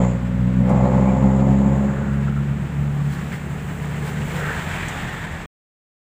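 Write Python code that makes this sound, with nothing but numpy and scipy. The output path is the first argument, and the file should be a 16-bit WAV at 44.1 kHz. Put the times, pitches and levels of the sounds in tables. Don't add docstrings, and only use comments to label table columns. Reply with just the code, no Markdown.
import sys
import numpy as np
from scipy import signal
from scipy.fft import rfft, irfft, next_fast_len
from scipy.io import wavfile
from scipy.ndimage import map_coordinates

SR = 44100
rng = np.random.default_rng(int(sys.argv[2]) if len(sys.argv) > 2 else 0)


def inscribe(sig):
    pcm = np.round(np.clip(np.atleast_2d(sig).T, -1, 1) * 32767)
    wavfile.write(sys.argv[1], SR, pcm.astype(np.int16))


N = 269451
TIME_S = np.arange(N) / SR


def amp(db):
    return 10 ** (np.asarray(db) / 20)


def unit(x):
    return x / np.sqrt(np.mean(x ** 2) + 1e-20)


def curve(rows):
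    return np.interp(TIME_S, *np.transpose(rows))


def ramp(start_s, length_s):
    return np.clip((TIME_S - start_s) / length_s, 0, 1)


def swell(centre_s, length_s):
    return np.exp(-2 * ((TIME_S - centre_s) / length_s) ** 2)


def wobble(rate_hz):
    return map_coordinates(rng.standard_normal(int(N * rate_hz / SR) + 4), [TIME_S * rate_hz])


def filtered(x, response):
    size = next_fast_len(N + SR // 2)
    return irfft(rfft(x, size) * response(np.fft.rfftfreq(size, 1 / SR)), size)[:N]


def noise(spectrum):
    hz, db = np.transpose(spectrum)
    colour = lambda f: amp(np.interp(np.log(f + 1), np.log(hz), db)) * (f > hz[0] / 2)
    return unit(filtered(rng.standard_normal(N), colour))


def resonate(x, modes):
    band = lambda f, hz, width: 1j * f * width / (hz * hz - f * f + 1j * f * width)
    return unit(filtered(x, lambda f: sum(amp(db) * band(f, hz, width) ** 2 for hz, width, db in modes)))


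def firings(cycle, scatter_db, jitter_s):
    starts = np.flatnonzero(np.diff(np.floor(cycle), prepend=-1) > 0)
    size, delay = rng.standard_normal((len(starts), 2)).T
    at = np.clip(starts + np.round(delay * jitter_s * SR), 0, N - 1).astype(int)
    return np.bincount(at, amp(scatter_db * size), N)


def puffs(cycle, depth_db):
    return unit(amp(-depth_db * (cycle % 1)))


# t/s, firing rate/Hz
FIRING_RATE = [(0, 61.2), (.3, 61), (.7, 63.3), (1.1, 64.8), (1.5, 67.1), (1.9, 68.7), (2.9, 71.4),
               (3.6, 73.1), (5.45, 75)]
CYLINDER_IMBALANCE = [-0.38, 0.0078, -0.14, -0.34]
def leaving_engine():
    rate_hz = curve(FIRING_RATE)
    cycle = np.cumsum(rate_hz) / SR
    opening, growl_db, whistle_db = throttle()
    imbalance = np.take(CYLINDER_IMBALANCE, np.round(cycle).astype(int), mode="wrap")
    pulses = firings(cycle, scatter_db=1.3, jitter_s=.00005)
    lope = muffler_lope(pulses, imbalance, opening)
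    blast = gas_blast(pulses, imbalance, cycle, rate_hz)
    low_growl, high_growl = tailpipe_growl(blast, growl_db, opening, rate_hz)
    hiss, whistle = escaping_gas(cycle, growl_db, whistle_db)
    receding_s = np.maximum(TIME_S - .95, 0)
    slow_fade, fast_fade = amp(-.5 * receding_s), amp(-7 * receding_s)
    return drone(cycle) + whistle + slow_fade * low_growl + fast_fade * (lope + high_growl + hiss)


# t/s, attack/s, hold/s, release/s, growl drive/dB, whistle level/dB
THROTTLE_BURSTS = [(-.2, 0.086, .15, 0.16, -21.5, -47), (0.576, .135, 1.087, 0.6, -23.5, -54)]
def throttle(shut_growl_db=-38, shut_whistle_db=-73, bite_db=4.5, bite_s=.012, whistle_lag_s=.05):
    opening, growl_db, whistle_db = 0, shut_growl_db, shut_whistle_db
    for s, attack, hold, release, open_growl_db, open_whistle_db in THROTTLE_BURSTS:
        gate = lambda lag: ramp(s + lag, attack) - ramp(s + lag + attack + hold, release)
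        overshoot = np.exp(-((TIME_S - s - attack) / bite_s) ** 2)
        opening += gate(0)
        growl_db += gate(0) * (open_growl_db - shut_growl_db) + bite_db * overshoot
        whistle_db += gate(whistle_lag_s) * (open_whistle_db - shut_whistle_db)
    return opening, growl_db, whistle_db


# t/s, level/dB
DRONE_SWELLS = [(0, -15.5), (0.08, -18.5), (0.2, -28.5), (0.48, -19), (0.56, -22.5), (0.75, -17.5),
                (1.77, -18), (2.01, -26.5), (2.13, -18.5), (2.53, -21), (2.72, -33), (2.8, -19.5),
                (3.05, -24), (3.44, -33.5), (4.15, -26.5), (4.65, -36), (5.1, -46), (5.44, -43)]
# near gain/dB, far gain/dB, share of swell and wander
EXHAUST_ORDERS = [(-8, -13.5, .5), (-2.2, 0.5, 1.05), (-0.93, -12.5, 1.1), (-10.5, -40, 0.54)]
def drone(cycle, loaded_db=-17, wander_db=2):
    swell_db = curve(DRONE_SWELLS) - loaded_db
    away = ramp(start_s=1.57, length_s=1.4)
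    total = 0
    for k, (near_db, far_db, share) in enumerate(EXHAUST_ORDERS, 1):
        steady_db = loaded_db + near_db + away * (far_db - near_db)
        moving_db = share * (swell_db + wander_db * wobble(12))
        muffler_lag_rad = np.pi / 7 * (k - 1) ** 2
        tone = -np.sqrt(2) * np.cos(2 * np.pi * k * cycle - muffler_lag_rad)
        total += amp(steady_db + moving_db) * tone
    return total * amp(.8 * wobble(30))


# f/Hz, width/Hz, gain/dB
MUFFLER_MODES = [(148.3, 48, -4), (166.7, 38.4, 14.5), (204, 26.3, 14.5), (287, 18, -29.5)]
def muffler_lope(pulses, imbalance, opening, open_db=-20.5, shut_db=-25.5):
    unevenness = imbalance - np.mean(CYLINDER_IMBALANCE) + .5 * wobble(60)
    return amp(shut_db + opening * (open_db - shut_db)) * resonate(pulses * unevenness, MUFFLER_MODES)


def gas_blast(pulses, imbalance, cycle, rate_hz, base_rasp=.35, rasp_per_hz=.07):
    turbulence = puffs(cycle, depth_db=13) * rng.standard_normal(N)
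    rasp = base_rasp + rasp_per_hz * (rate_hz - rate_hz.min())
    stroke_gain = amp(4 * imbalance + wobble(25))
    return stroke_gain * (unit(pulses) + rasp * turbulence) / np.hypot(1, rasp)


# f/Hz, width/Hz, gain/dB
TAILPIPE_MODES = [(352, 14, -6), (399.6, 140, -4), (520.7, 69, 0), (551, 61, -7.5)]
# f/Hz, width/Hz, gain/dB
BLARE_MODES = [(737, 51, 1.5), (849, 140, 0.5), (1009, 123, -6)]
def tailpipe_growl(blast, drive_db, opening, rate_hz, full_blare_hz=63.3, loss_db_per_hz=2.5):
    low = amp(drive_db - 9) * resonate(blast, TAILPIPE_MODES[:2])
    high = amp(drive_db - 2.5) * resonate(blast, TAILPIPE_MODES[2:])
    blunt_db = 5.2 * (1 - opening) + loss_db_per_hz * np.maximum(full_blare_hz - rate_hz, 0)
    blare = amp(drive_db - 5.5 - blunt_db) * resonate(blast, BLARE_MODES)
    return low, high + blare


# f/Hz, density/dB
HISS_SPECTRUM = [(700, 10), (1100, 6.5), (1600, -3.5), (2100, 0), (3200, -26), (4500, -23.5), (6000, -29),
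                 (12000, -52.5)]
# f/Hz, density/dB
WHISTLE_SPECTRUM = [(5000, -39), (6100, -13), (6700, 7), (7500, 9), (8200, -8), (9500, -44), (15000, -40.5)]
def escaping_gas(cycle, drive_db, whistle_db):
    hiss = amp(drive_db - 10) * puffs(cycle, depth_db=1.5) * noise(HISS_SPECTRUM)
    whistle = amp(whistle_db) * puffs(cycle, depth_db=3.5) * noise(WHISTLE_SPECTRUM)
    return hiss, whistle


def passing_motorcycle(closest_s=4.72, distance_over_speed_s=.42, firing_hz=42.6, doppler=.045):
    position = (TIME_S - closest_s) / distance_over_speed_s
    distance = np.hypot(1, position)
    ahead = -position / distance
    spread_db = -20 * np.log10(distance)
    cycle = np.cumsum(firing_hz * (1 + doppler * ahead)) / SR
    exhaust = motorcycle_exhaust(cycle, spread_db, ahead)
    return exhaust + motorcycle_rush(cycle, spread_db) + motorcycle_fizz(spread_db, ahead)


# f/Hz, width/Hz, gain/dB
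SILENCER_MODES = [(85, 25, -9), (125.4, 38, 11), (172.1, 45.5, 15.5), (245, 170, -22), (410, 240, -15.5),
                  (896, 400, -18.5)]
def motorcycle_exhaust(cycle, spread_db, ahead, closest_db=-35):
    pulses = firings(cycle, scatter_db=4.5, jitter_s=.0003)
    putter = amp(closest_db + .083 * spread_db + 2.5 * ahead) * resonate(pulses, SILENCER_MODES)
    facing = np.exp(-((TIME_S - 4.85) / .83) ** 2)
    throb = amp(-38.5) * np.cos(2 * np.pi * cycle) + amp(-34) * np.cos(4 * np.pi * cycle)
    return putter + facing * throb


# f/Hz, density/dB
RUSH_SPECTRUM = [(250, -10), (330, -9.5), (430, -11), (620, -3), (800, 1.5), (1100, -2), (1800, 1),
                 (2600, -5.5), (3500, -12), (4600, -20.5), (6000, -24), (7650, -15), (9500, -34)]
def motorcycle_rush(cycle, spread_db, closest_db=-31, road_db=-43):
    gain = np.hypot(amp(closest_db + 1.276 * spread_db), amp(road_db))
    flutter = amp(.93 * wobble(45) + .27 * wobble(8))
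    return gain * flutter * puffs(cycle, depth_db=1.5) * noise(RUSH_SPECTRUM)


# f/Hz, density/dB
FIZZ_SPECTRUM = [(3000, -40), (5000, -8), (6300, 2), (7600, 8.5), (8600, 4.5), (10500, -2.5), (12500, -7.5),
                 (14000, 0), (15500, 6)]
def motorcycle_fizz(spread_db, ahead, closest_db=-45.5):
    flicker_db = .6 * wobble(220) + .684 * wobble(18)
    return amp(closest_db + .98 * spread_db + 3.5 * ahead + flicker_db) * noise(FIZZ_SPECTRUM)


# t/s, length/s, f/Hz, width/Hz, level/dB
SCUFFS_AND_SWELLS = [(0.745, 0.034, 1280, 900, -39), (2.036, 0.35, 1460, 870, -40),
                     (2.994, 0.025, 1150, 50, -41.5), (3.189, 0.14, 1450, 1210, -39.5),
                     (3.336, 0.038, 1940, 896, -34.5), (3.976, 0.447, 434, 87.5, -40.5),
                     (4.082, 0.032, 1100, 2000, -33.5), (4.42, .2, 472, 159.5, -34),
                     (4.49, 0.1713, 1600, 654.4, -30), (4.814, 0.16, 2020, 1300, -34.5),
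                     (4.95, 0.74, 3430, 493, -51), (5.203, 0.36, 1810, 355, -38)]
def scuffs_and_road_swells():
    total = 0
    for s, length, hz, width, db in SCUFFS_AND_SWELLS:
        band = filtered(rng.standard_normal(N), lambda f: 1 / (1 + (2 * (f - hz) / width) ** 2))
        total += amp(db) * swell(s, length) * unit(band)
    return total


# t/s, relative level/dB
ROD_TAPS = [(2.272, -34), (2.281, -27.5), (2.323, -31), (2.364, -30), (2.376, -32)]
# f/Hz, gain/dB, t60/s
ROD_MODES = [(1347, -3, 0.049), (1426, -5, 0.038), (1490, -15, 0.021)]
def rod_knocks(gain_db=4, attack_s=.0012):
    t = TIME_S[:SR // 10]
    ring = sum(amp(db - 60 * t / t60) * np.sin(2 * np.pi * hz * t) for hz, db, t60 in ROD_MODES)
    ring *= 1 - np.exp(-t / attack_s)
    tap_s, tap_db = np.transpose(ROD_TAPS)
    taps = np.bincount(np.round(tap_s * SR).astype(int), amp(tap_db + gain_db), N)
    return signal.fftconvolve(taps, ring)[:N]


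# t/s, level/dB, t60/s
CLICK_EVENTS = [(.692, -46, 0.119), (4.883, -28, .025), (4.888, -39.5, 0.093)]
# f/Hz, density/dB
CLICK_SPECTRUM = [(3000, -32), (6000, 5.5), (7600, 12.5), (10000, -5), (13000, -9), (15500, -12)]
def clicks(attack_s=.002):
    envelope = sum(ramp(s, attack_s) * amp(db - 60 * np.abs(TIME_S - s) / t60)
                   for s, db, t60 in CLICK_EVENTS)
    return envelope * noise(CLICK_SPECTRUM)


# t/s, length/s, level of the top/dB
HAND_STROKES = [(3.138, .03, -51.5), (3.206, .25, -50.5), (3.348, .04, -51.5), (4.082, .05, -44.5),
                (4.36, .1, -45)]
# f/Hz, width/Hz, gain/dB
RUB_MODES = [(3260, 3400, 0)]
def rod_scrapes():
    strokes = sum(amp(db) * swell(s, length) for s, length, db in HAND_STROKES)
    body = amp(-3) * resonate(rng.standard_normal(N), RUB_MODES)
    grain = amp(1.5 * wobble(220))
    return strokes * grain * (noise(FIZZ_SPECTRUM) + body)


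# t/s, length/s, f/Hz, level/dB
BIRD_CHIRPS = [(0.022, 0.047, 3250, -49.5), (0.862, 0.041, 4050, -54.5), (1.088, 0.041, 2310, -39)]
def bird(relative_rise_per_s=1.9):
    total = 0
    for s, length, hz, db in BIRD_CHIRPS:
        pitch_hz = hz * (1 + relative_rise_per_s * (TIME_S - s) + .05 * wobble(600))
        total += amp(db) * swell(s, length) * np.sin(2 * np.pi * np.cumsum(pitch_hz) / SR)
    return total


# f/Hz, density/dB
TRAFFIC_SPECTRUM = [(20, -13), (50, -6), (150, 2.5), (300, -10), (600, -16), (1500, -23), (6000, -62)]
def distant_traffic(level_db=-32.5):
    return amp(level_db) * noise(TRAFFIC_SPECTRUM)


def scene():
    vehicles = leaving_engine() + passing_motorcycle()
    details = scuffs_and_road_swells() + rod_knocks() + clicks() + rod_scrapes()
    return (vehicles + details + bird() + distant_traffic())[None]


def record(dry, end_s=5.461, fade_s=.004, cutoff_hz=15550):
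    edge_s = np.minimum(TIME_S, end_s - TIME_S)
    gate = np.sin(np.pi / 2 * np.clip(edge_s / fade_s, 0, 1)) ** 2
    return filtered(dry[0] * gate, lambda f: (1 - np.tanh((f - cutoff_hz) / 30)) / 2)[None]


dry = scene()
out = record(dry)
inscribe(out)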